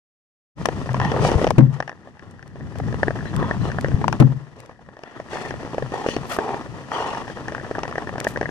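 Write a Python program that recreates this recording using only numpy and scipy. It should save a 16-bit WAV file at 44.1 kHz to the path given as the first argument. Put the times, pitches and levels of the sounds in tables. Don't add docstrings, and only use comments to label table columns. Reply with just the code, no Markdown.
import sys
import numpy as np
from scipy import signal
from scipy.fft import rfft, irfft, next_fast_len
from scipy.io import wavfile
from scipy.ndimage import map_coordinates

SR = 44100
rng = np.random.default_rng(int(sys.argv[2]) if len(sys.argv) > 2 else 0)


def transcribe(signal):
    frames = np.atleast_2d(signal).T
    limited = np.clip(frames, -1, 1)
    pcm = np.round(limited * 32767).astype(np.int16)
    wavfile.write(sys.argv[1], SR, pcm)


N = 374850
TIME = np.arange(N) / SR

# t/s, boom/dB, crunch/dB
KNOCKS = [(1.5815, -4.5, 7), (4.2007, -5, 8.5)]
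# f/Hz, level/dB
HISS_COLOUR = [(1500, -35), (2300, 5.5), (3000, 4.5), (3700, -1.5), (4600, 2), (5200, 0.5), (5750, 2),
               (6600, -3), (8000, -6.5), (10000, -10), (12000, -22), (15000, -28)]
# f/Hz, level/dB
RING_COLOUR = [(900, -37.5), (1350, -10.5), (1650, 4.5), (1880, 6), (2020, -2), (2200, -16), (3000, -76.5)]


def amp(db):
    return 10 ** (np.asarray(db) / 20)


def unit(x):
    return x / np.sqrt(np.mean(x ** 2) + 1e-20)


def along(points, hz):
    freqs, values = np.transpose(points)
    return np.interp(np.log(hz + 1), np.log(freqs + 1), values)


def wobble(rate):
    return map_coordinates(rng.standard_normal(int(N * rate / SR) + 4), [TIME * rate])


def add(track, start, sound):
    i = round(start * SR)
    track[..., i:i + sound.shape[-1]] += sound[..., :N - i]


def panned(pair, pan_db):
    return pair * np.array([amp(pan_db / 2), amp(-pan_db / 2)]).reshape(2, -1)


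def filtered(x, response):
    size = next_fast_len(N + SR // 4)
    return irfft(rfft(x, size) * response(np.fft.rfftfreq(size, 1 / SR)), size)[..., :N]


def band(x, hz, width_hz):
    b, a = signal.iirpeak(hz, hz / width_hz, fs=SR)
    return signal.lfilter(b, a, signal.lfilter(b, a, x))


def coloured(x, colour, size=4096):
    cepstrum = irfft(np.log(amp(along(colour, np.fft.rfftfreq(size, 1 / SR)))))
    cepstrum[1:size // 2] *= 2
    cepstrum[size // 2 + 1:] = 0
    kernel = irfft(np.exp(rfft(cepstrum)))
    return signal.oaconvolve(x, kernel[None] / np.linalg.norm(kernel), axes=1)[:, :N]


def grit(rate, spread_db, smooth):
    hits = rng.random((2, N)) < rate / SR
    sizes = amp(spread_db * np.minimum(rng.exponential(size=(2, N)), 3))
    signs = rng.choice([-1, 1], (2, N))
    return unit(unit(hits * sizes * signs) + smooth * rng.standard_normal((2, N)))


def struck(t, t60, rise):
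    return amp(-60 * t / t60) * (1 - np.exp(-t / rise))


def burst(t, t60, rise):
    noise = rng.standard_normal((2, len(t))) * struck(t, t60, rise)
    return noise / np.linalg.norm(noise, axis=1, keepdims=True)


def blow(t, t60, scatter):
    force = scatter * burst(t, t60, rise=0.00013)
    force[0, 0] += 1
    return force


def ports(pair):
    # f/Hz, left minus right/dB
    balance = [(100, 8), (230, 1.5), (400, 1), (900, -0.5), (1400, 6.5), (1850, 7.5), (2350, 0), (3200, 8),
               (4500, 3.5), (5750, 11.5), (7500, 2), (9000, -1), (11000, -20), (15000, -5)]
    # f/Hz, likeness (0 to 1)
    likeness = [(50, 0.084), (120, 0.26), (230, 0.46), (420, 0.83), (950, 0.8), (1350, 0.7), (1750, 0.5),
                (3000, 0.2), (6000, 0.15), (14000, 0.1)]
    # f/Hz, phase/rad
    lead = [(100, 1.07), (400, 0.082), (900, 0.11), (1350, 1.42), (1750, 0.76), (2250, 3.08), (3200, 1.15)]
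    size = next_fast_len(N + SR // 4)
    hz = np.fft.rfftfreq(size, 1 / SR)
    angle = np.arccos(np.clip(along(likeness, hz), 0, 1)) / 2
    left = amp(along(balance, hz) / 2) * np.exp(.5j * along(lead, hz))
    right = 1 / left
    centre_gain = np.hypot(np.cos(angle) * abs(left + right), np.sin(angle) * abs(left - right)) / 2
    shared, apart = rfft(pair, size) * [np.cos(angle), np.sin(angle)] / centre_gain
    return irfft(np.array([left * (shared + apart), right * (shared - apart)]), size)[:, :N]


def air():
    # t/s, level/dB
    airflow = [(0.7, -34.5), (1.0, -27), (1.58, -32.5), (1.85, -56), (2.5, -47.5), (2.7, -42), (2.9, -35.5),
               (3.35, -32), (4.1, -30.5), (4.48, -54), (5.12, -57.5), (5.36, -45.5), (5.95, -41.5),
               (6.7, -45), (8.2, -44.5), (8.5, -38)]
    # f/Hz, level/dB
    rumble_colour = [(12, -53), (20, -17), (134, 4), (253, -6.5), (350, -13), (460, -17), (770, -120)]
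    level_db = np.interp(TIME, *np.transpose(airflow))
    for start, _, _ in KNOCKS:
        shudder_db = -17.5 - 155 * (TIME - start)
        level_db = np.where(TIME > start, np.maximum(level_db, shudder_db), level_db)
    rumble = filtered(rng.standard_normal((2, N)), lambda hz: amp(along(rumble_colour, hz)))
    swells_db = 2.24 * wobble(14) + 1.46 * wobble(7)
    return amp(level_db + 4 + swells_db) * unit(rumble)


def gear():
    # t/s, level/dB
    tick_events = [(0.656, -25.5), (0.93, -43), (1.504, -29.5), (1.583, -35.5), (2.3095, -53.5),
                   (2.476, -54), (2.784, -44.5), (3.362, -35), (3.809, -37), (4.0792, -35.5),
                   (4.1247, -37.5), (4.2023, -34), (4.6012, -44), (4.6587, -51), (8.2002, -28.5),
                   (8.2428, -31.5)]
    # f/Hz, level/dB
    tick_colour = [(600, 2.5), (1800, 4), (4000, -1.5), (6000, 0), (9000, -3), (12500, -14), (15000, -19)]
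    # start/s, loudest/s, end/s, level/dB
    brushes = [(6.26, 6.34, 6.375, -33.5), (8.271, 8.275, 8.35, -39.5)]
    # f/Hz, level/dB
    fabric_colour = [(600, 1), (1800, 5), (4000, 0.5), (6200, -1.5), (9000, -2), (12500, -6), (15000, -9.5)]
    ticks, cloth = np.zeros((2, 2, N))
    t = np.arange(SR // 16) / SR
    touch = np.exp(-.5 * ((t - .003) / 0.00098) ** 2)
    for start, db in tick_events:
        add(ticks, start - .0005, amp(db + 3.5) * touch * rng.standard_normal((2, len(t))))
    fibres = unit(rng.standard_normal((2, N)) * amp(4 * wobble(220)))
    for start, loudest, end, db in brushes:
        swell_db = np.interp(TIME, [start, loudest, end], [-24, 0, -16])
        cloth += amp(db + swell_db) * fibres * ((TIME > start) & (TIME < end))
    return coloured(ticks, tick_colour) + coloured(cloth, fabric_colour)


def gear_taps():
    # t/s, rattle f/Hz, thud/dB, ring/dB, crack/dB
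    taps = [(0.656, 910, -18.5, -32.5, -29), (1.5067, 790, -15.5, -53, -33), (1.607, 810, -28.5, -48, -65),
            (4.0421, 900, -22.5, -48, -62), (4.0806, 980, -19.5, -41, -29), (4.1274, 1140, -21, -41, -34.5),
            (4.224, 922, -25.5, -52, -59)]
    hits = clacks(taps)
    chirps = np.zeros((2, N))
    t = np.arange(SR // 12) / SR
    halving_s = 0.0068
    for start, hz, thud_db, _, _ in taps:
        cycles = 1.5 * hz * halving_s * np.log1p(t / halving_s)
        ring = np.sin(2 * np.pi * cycles) * amp(-60 * t / 0.13)
        contact = burst(t, t60=0.0083, rise=0.0001)
        add(chirps, start, amp(thud_db - 4) * signal.fftconvolve(contact, ring[None], axes=1))
    return panned(ports(hits + chirps), pan_db=9)


def mount_boom():
    # f/Hz, level/dB, time to fade 60 dB/s, left minus right/dB
    modes = [(129.1, 2, 0.38, 8.5), (146.7, -7, 0.42, 21), (215.4, -6.5, 0.27, -9), (256.8, -9, 0.22, 21),
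             (318, 1, 0.089, 16), (106, -13, 0.038, 50), (538, -29, 0.26, 25)]
    # t/s, level/dB, f/Hz, time to fade 60 dB/s
    hand_bumps = [(0.894, -14.5, 128, 0.53), (1.355, 6.5, 75, 0.039), (3.943, 12, 85, 0.021),
                  (5.824, -23.5, 129, 0.2)]
    out = np.zeros((2, N))
    t = np.arange(SR // 2) / SR
    for start, db, _ in KNOCKS:
        for hz, mode_db, t60, pan_db in modes:
            ring = -np.sin(2 * np.pi * hz * t) * struck(t, t60, rise=0.0048)
            add(out, start, panned(amp(db + mode_db) * ring, pan_db))
    for start, db, hz, t60 in hand_bumps:
        thump = -np.sin(2 * np.pi * hz * t) * struck(t, t60, rise=0.0076)
        add(out, start, amp([[db + 4], [db - 5]]) * thump)
    return out


def mount_crunch():
    # f/Hz, level/dB
    joint_colour = [(200, -1), (450, 6), (1000, 9), (2000, -1), (4000, -31), (9000, -57)]
    joints, snaps = np.zeros((2, 2, N))
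    t = np.arange(SR // 8) / SR
    for start, _, db in KNOCKS:
        chatter = burst(t, t60=0.087, rise=0.002) * amp(5 * wobble(270)[:len(t)])
        add(joints, start, amp(db - 4.5) * chatter / np.linalg.norm(chatter, axis=1, keepdims=True))
        add(snaps, start, amp(db - 1.5) * burst(t, t60=0.035, rise=0.00035))
    return coloured(joints, joint_colour) + band(snaps, hz=2430, width_hz=1960)


def clacks(hits):
    # f/Hz, level/dB
    crack_colour = [(1500, -39.5), (2250, 23), (3100, 19), (4000, 5.5), (5000, 14.5), (5900, 17),
                    (6700, 0.5), (10000, -8), (15000, -54)]
    out, cracks = np.zeros((2, 2, N))
    t = np.arange(SR // 16) / SR
    for start, rattle_hz, thud_db, ring_db, crack_db in hits:
        thud = np.sin(2 * np.pi * 0.82 * rattle_hz * t) * struck(t, t60=0.0068, rise=0.00062)
        rattle = band(burst(t, t60=0.016, rise=0.00086), rattle_hz, width_hz=550)
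        ring = coloured(blow(t, t60=0.03, scatter=0.54), RING_COLOUR)
        pitch = 1 - 0.089 * rng.random() ** 2
        ring = np.array([map_coordinates(stream, [pitch * t * SR]) for stream in ring])
        add(out[0], start, amp(thud_db + 17.5) * thud)
        add(out, start, amp(thud_db + 38.5) * rattle)
        add(out, start, amp(ring_db + 23.5) * ring)
        add(cracks, start, amp(crack_db + 19) * blow(t, t60=0.023, scatter=0.59))
    return out + coloured(cracks, crack_colour)


def ice_bumps(grind_db):
    # t/s, rattle f/Hz, thud/dB, ring/dB, crack/dB
    big_bumps = [(0.687, 650, -16, -30.5, -34), (0.859, 600, -35, -42, -47), (0.891, 824, -27, -34.5, -55),
                 (0.944, 900, -20, -32, -36.5), (0.967, 880, -25, -41, -49), (1, 990, -18.5, -26.5, -32),
                 (1.0149, 915, -23, -27.5, -38), (1.0491, 754, -36, -28, -31.5),
                 (1.1174, 570, -18, -28, -32), (1.1631, 625, -21.5, -50, -55),
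                 (1.2488, 704, -18.5, -35, -30), (1.288, 492, -19, -36, -52),
                 (1.3165, 470, -16.5, -50, -30), (1.415, 556, -17.5, -55, -47),
                 (1.4435, 620, -13, -38, -28), (1.468, 590, -18, -44, -31), (1.474, 630, -20, -39, -29),
                 (1.488, 790, -41, -40, -37), (1.803, 740, -19, -30.5, -32.5), (1.8253, 830, -30, -31, -42),
                 (1.8776, 930, -32.5, -30.5, -38), (1.8941, 900, -31, -33.5, -40),
                 (1.916, 800, -39, -43.5, -58), (1.927, 686, -40, -43, -60), (2.073, 615, -41.5, -50, -69),
                 (2.17, 754, -46, -62, -60), (2.194, 700, -58, -45.5, -48.5), (2.393, 700, -50, -43.5, -60),
                 (2.427, 580, -43.5, -41.5, -47.5), (2.557, 610, -38, -52, -58),
                 (2.608, 700, -41, -42.5, -67), (2.757, 690, -34, -49, -47), (2.8003, 720, -27, -53, -52),
                 (2.926, 655, -29, -35, -44), (2.9431, 585, -22.5, -43, -61),
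                 (3.031, 630, -15.5, -18.5, -37), (3.081, 487, -17.5, -27, -49),
                 (3.106, 685, -23, -33.5, -64), (3.159, 400, -30, -39, -54), (3.207, 440, -43, -37, -56),
                 (3.2549, 425, -28.5, -36.5, -48), (3.427, 465, -21.5, -29, -56),
                 (3.5106, 455, -19.5, -21, -44), (3.688, 624, -28.5, -49, -55),
                 (3.717, 600, -44, -31.5, -37.5), (3.7848, 720, -22.5, -24.5, -49),
                 (3.845, 527, -20.5, -24, -42), (3.884, 450, -26.5, -57, -39.5),
                 (4.014, 360, -23, -40, -52), (4.694, 620, -37, -60, -64), (4.712, 1100, -45.5, -59, -65),
                 (4.792, 700, -48, -57, -68), (4.888, 626, -37, -49, -73), (4.968, 724, -39, -46, -56),
                 (4.991, 670, -41.5, -59, -51), (5.0354, 634, -34, -45, -40), (5.075, 660, -41, -48, -55),
                 (5.1997, 624, -29.5, -44, -47), (5.3327, 634, -30, -39, -49), (5.356, 660, -28, -57, -46),
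                 (5.507, 500, -31, -44, -36), (5.54, 650, -27.5, -45, -52), (5.61, 520, -43, -44, -56),
                 (5.632, 450, -34, -58, -45), (5.649, 402, -27.5, -56, -50), (5.745, 600, -25.5, -46, -42),
                 (5.7817, 610, -20.5, -37, -50), (5.8238, 463, -21, -36, -49), (5.92, 493, -27, -48, -46),
                 (6.063, 523, -19, -37, -41), (6.087, 470, -19, -34, -30), (6.1651, 460, -18, -36, -30),
                 (6.232, 950, -32.5, -49, -49), (6.254, 840, -32, -55, -45), (6.365, 925, -27, -44, -54),
                 (6.387, 602, -14, -26, -46), (6.49, 890, -26, -59, -56), (6.543, 520, -24, -31, -46),
                 (6.661, 440, -34, -43, -57), (6.917, 1040, -25.5, -34.5, -40),
                 (7.148, 820, -36, -33.5, -39), (7.172, 860, -29.5, -41, -52), (7.279, 660, -32, -38, -45),
                 (7.2993, 575, -32.5, -37.5, -44), (7.371, 563, -30.5, -40, -57),
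                 (7.418, 600, -47, -53, -54), (7.4825, 694, -26.5, -29, -35), (7.521, 640, -29.5, -39, -43),
                 (7.5484, 915, -28.5, -28.5, -39.5), (7.58, 715, -32, -33.5, -54),
                 (7.612, 650, -31, -44, -54), (7.645, 700, -33, -38, -57), (7.665, 620, -31, -54, -52),
                 (7.712, 524, -23, -33, -42), (7.7511, 670, -36, -27, -46), (7.783, 620, -22, -55, -53),
                 (7.79, 1200, -30.5, -48, -37), (7.833, 674, -21, -35.5, -31.5),
                 (7.853, 494, -28.5, -35, -52), (7.879, 920, -32.5, -42, -37.5),
                 (7.912, 700, -30, -40, -41), (7.925, 1290, -33.5, -44, -46), (7.956, 730, -24, -26.5, -41),
                 (7.981, 630, -23.5, -28.5, -38), (8.022, 624, -29, -52, -44), (8.072, 543, -29, -30, -45),
                 (8.092, 600, -25, -36, -50), (8.1564, 640, -27, -33, -64), (8.1811, 484, -26.5, -36, -39),
                 (8.211, 600, -31, -30, -44), (8.248, 638, -29, -34, -33), (8.2682, 636, -19, -21.5, -48),
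                 (8.36, 645, -29, -25.5, -49), (8.373, 585, -24, -30, -36), (8.412, 547, -18, -24, -38),
                 (8.4289, 580, -26, -30, -45), (8.4563, 580, -32, -23.5, -58), (8.4902, 440, -27, -32, -59)]
    # start/s, end/s, thud over the grind/dB
    rough_ice = [(1.05, 1.42, -0.5), (2.603, 4.05, -2.5), (5.301, 5.56, 6), (7.151, 8.5, -4.5)]
    typical_gap_s, typical_hz, scatter_db = 0.05, 680, 3
    small_bumps = []
    for start, end, over_db in rough_ice:
        chance = rng.standard_normal((64, 5))
        times = start + np.cumsum(typical_gap_s * np.exp(.5 * chance[:, 0]))
        for when, (_, pitch, force, ring, crack) in zip(times[times < min(end, TIME[-1])], chance):
            hz = typical_hz * 2 ** (0.4 * pitch)
            db = grind_db[int(when * SR)] + over_db + scatter_db * force
            small_bumps.append((when, hz, db, db - 3 + scatter_db * ring, db - 18 + scatter_db * crack))
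    return clacks(big_bumps + small_bumps)


def glide(grind_db):
    # f/Hz, level/dB
    grind_colour = [(120, -34.5), (220, 6), (350, 3.5), (680, -0.5), (1050, -1.5), (1420, -6), (1700, -39),
                    (1900, -8.5), (2250, -25.5), (2700, -22.5), (3600, -21.5), (6000, -67)]
    chatter = wobble(60)
    pits = (rng.random(N) < 32 / SR) * amp(31 + rng.uniform(-11, 0, N))
    pits = pits * [[1], [0]]
    grind = coloured(grit(rate=400, spread_db=1.5, smooth=1.67) + pits, grind_colour)
    ring = coloured(grit(rate=300, spread_db=6.5, smooth=0.69) + pits, RING_COLOUR)
    hiss = unit(coloured(grit(rate=1200, spread_db=0, smooth=1), HISS_COLOUR))
    ring_db = 0.69 * grind_db - 25.5
    hiss_db = 1.059 * grind_db - 13.2
    return (amp(grind_db - 1.5 + 3.4 * chatter) * grind
            + amp(ring_db + 1.4 * chatter) * ring
            + amp(hiss_db + 1.44 * chatter) * hiss)


def squeaks():
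    # start/s, end/s, f/Hz, level/dB
    catches = [(3.252, 3.315, 4000, -54.5), (3.58, 3.745, 4090, -56), (6.06, 6.175, 6160, -54),
               (6.1, 6.185, 4440, -46), (6.908, 6.975, 3230, -44)]
    out = np.zeros((2, N))
    for start, end, hz, db in catches:
        t = np.arange(round((end - start) * SR)) / SR
        note = unit(band(rng.standard_normal((2, len(t))), hz, width_hz=80))
        add(out, start, amp(db) * np.sin(np.pi * t / (end - start)) * note)
    return out


def sagging(pair, t):
    sharp_share, settle_s = 0.1, 0.05
    ahead_s = sharp_share * settle_s * (1 - np.exp(-t / settle_s))
    ahead_s += 0.00048 * map_coordinates(rng.standard_normal(32), [t * 24])
    return np.array([map_coordinates(stream, [(t + ahead_s) * SR], mode="mirror") for stream in pair])


def reflected(spray, t, delay_s):
    sway = 0.032 * map_coordinates(rng.standard_normal(32), [t * 24])
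    late = t - delay_s * (1 + 0.6 * t + sway)
    reflection = np.array([np.interp(late, t, stream) for stream in spray])
    return unit(spray + amp(-4) * reflection)


def pushes(grind_db):
    # start/s, end/s, bite f/Hz, bite width/Hz, bite/dB, growl/dB,
    # fade/(dB per s), squeal f/Hz, squeal/dB, spray/dB, rasp/dB, delay of the spray's reflection/s
    strokes = [(1.004, 1.167, 857, 330, 8, 0, 28, 2970, -10, -28, -5, 0.00097),
               (1.114, 1.473, 873, 400, 5, 10.5, 24.5, 3000, -19, -21, -32, 0.001),
               (1.204, 1.376, 905, 400, 1.5, -16.5, 28, 2510, -23, -3, -10, 0.00123),
               (1.72, 1.808, 900, 500, 10, 6, 20, 3000, -9, -1.5, -7, 0.001),
               (3.257, 3.328, 1030, 430, -8, -18, 30, 3000, -9, -20, -1.5, 0.00083),
               (3.356, 3.603, 1004, 380, 6, -2, 23, 3340, -16, -24, -14, 0.0009),
               (3.609, 3.735, 1010, 430, -3.5, -22, 32, 2840, -8, -11.5, -28, 0.0007),
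               (4.551, 4.74, 920, 600, -2, 6, 12, 3000, -22, -10, -20, 0.00075),
               (5.034, 5.257, 1300, 700, -3, 2, 37, 3000, -16, -27, -8.5, 0.00089),
               (5.293, 5.596, 794, 437, 6, 5, 34.5, 1780, 1.5, -4, -7, 0.001067),
               (5.912, 6.13, 800, 325, 7.5, 5, 26, 3300, -20, -10.5, -10, 0.00087),
               (6.06, 6.196, 855, 370, -6, 5, 32, 2850, -2, -1.5, -5, 0.00068),
               (6.294, 6.371, 1175, 450, 10, 9, 11, 2740, -2, 3.5, 1, 0.00113),
               (6.376, 6.622, 820, 240, 6.5, 2.5, 2, 2370, -16, -22.5, -21, 0.0008),
               (6.913, 7.264, 872, 400, 15, 7.5, 30.5, 2890, -2.5, -3.5, -5, 0.00067),
               (7.257, 7.387, 854, 360, -24, -13, 30, 3130, -10.5, -13.5, -15, 0.0009)]
    # f/Hz, width/Hz, level/dB
    rasp_modes = [(1854, 150, 4), (2740, 460, -6), (3325, 190, -7.5), (4230, 300, -15.5), (5980, 190, -19)]
    # multiple of the squeal pitch, width/Hz, level/dB
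    squeal_modes = [(1.001, 170, 19), (1.13, 262, 10.5), (1.5, 320, 1.5), (1.93, 300, 2)]
    press_s, release_s, squeal_build_s, growl_ratio = 0.029, 0.1, 0.053, 0.513
    out = np.zeros((2, N))
    slips = grit(rate=540, spread_db=6, smooth=0.9)
    spray = coloured(grit(rate=700, spread_db=3, smooth=0.65), HISS_COLOUR)
    spray *= unit(amp(2.5 * wobble(90)))
    rasp = sum(amp(db) * unit(band(slips, hz, width)) for hz, width, db in rasp_modes)
    judder = unit(amp(wobble(140)))
    for (start, end, bite_hz, width_hz, bite_db, growl_db, fade_db_per_s,
         squeal_hz, squeal_db, spray_db, rasp_db, delay_s) in strokes:
        span = slice(round(start * SR), round(end * SR))
        t = TIME[span] - TIME[span.start]
        slip = slips[:, span]
        load = np.clip(np.minimum(t / press_s, (end - start - t) / release_s), 0, 1)
        load *= amp(-fade_db_per_s * t) * judder[span]
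        bite = unit(sagging(band(slip, bite_hz, width_hz), t))
        growl = unit(sagging(band(slip, growl_ratio * bite_hz, growl_ratio * width_hz), t))
        squeal = sum(amp(db) * band(slip, ratio * squeal_hz, width) for ratio, width, db in squeal_modes)
        squeal = unit(sagging(squeal, t)) * np.minimum(t / squeal_build_s, 1)
        swish = reflected(spray[:, span], t, delay_s)
        bright = amp(squeal_db) * squeal + amp(spray_db) * swish + amp(rasp_db) * rasp[:, span]
        out[:, span] += load * (amp(bite_db) * bite + amp(growl_db) * growl + bright)
    return amp(grind_db) * out


def scene():
    # t/s, level/dB
    grind_level = [(0.95, -37), (1.13, -33.5), (1.42, -31), (1.58, -42.5), (1.66, -49), (1.76, -47),
                   (1.98, -53), (2.52, -51.5), (2.85, -39.5), (3.5, -37.5), (4.18, -39.5), (4.44, -50),
                   (4.92, -55), (5.35, -40), (5.6, -39.5), (5.88, -38.5), (6.06, -37), (6.54, -36.5),
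                   (6.7, -41), (6.98, -38.5), (7.55, -39.5), (8.1, -40.5), (8.5, -39.5)]
    # f/Hz, left minus right/dB
    edge_pan = [(900, 0), (2500, 1)]
    grind_db = np.interp(TIME, *np.transpose(grind_level))
    gliding = air() + glide(grind_db) + ice_bumps(grind_db) + gear() + mount_crunch()
    edges = ports(pushes(grind_db) + squeaks())
    edges = filtered(edges, lambda hz: panned(0.93, along(edge_pan, hz)))
    fade_in = np.clip((TIME - 0.5503) / 0.055, 0, 1) ** 2
    return (ports(gliding) + edges + gear_taps() + mount_boom()) * fade_in


def record(dry):
    return filtered(np.clip(dry, -.95, .95), lambda hz: hz < 15000)


dry = scene()
out = record(dry)
transcribe(out)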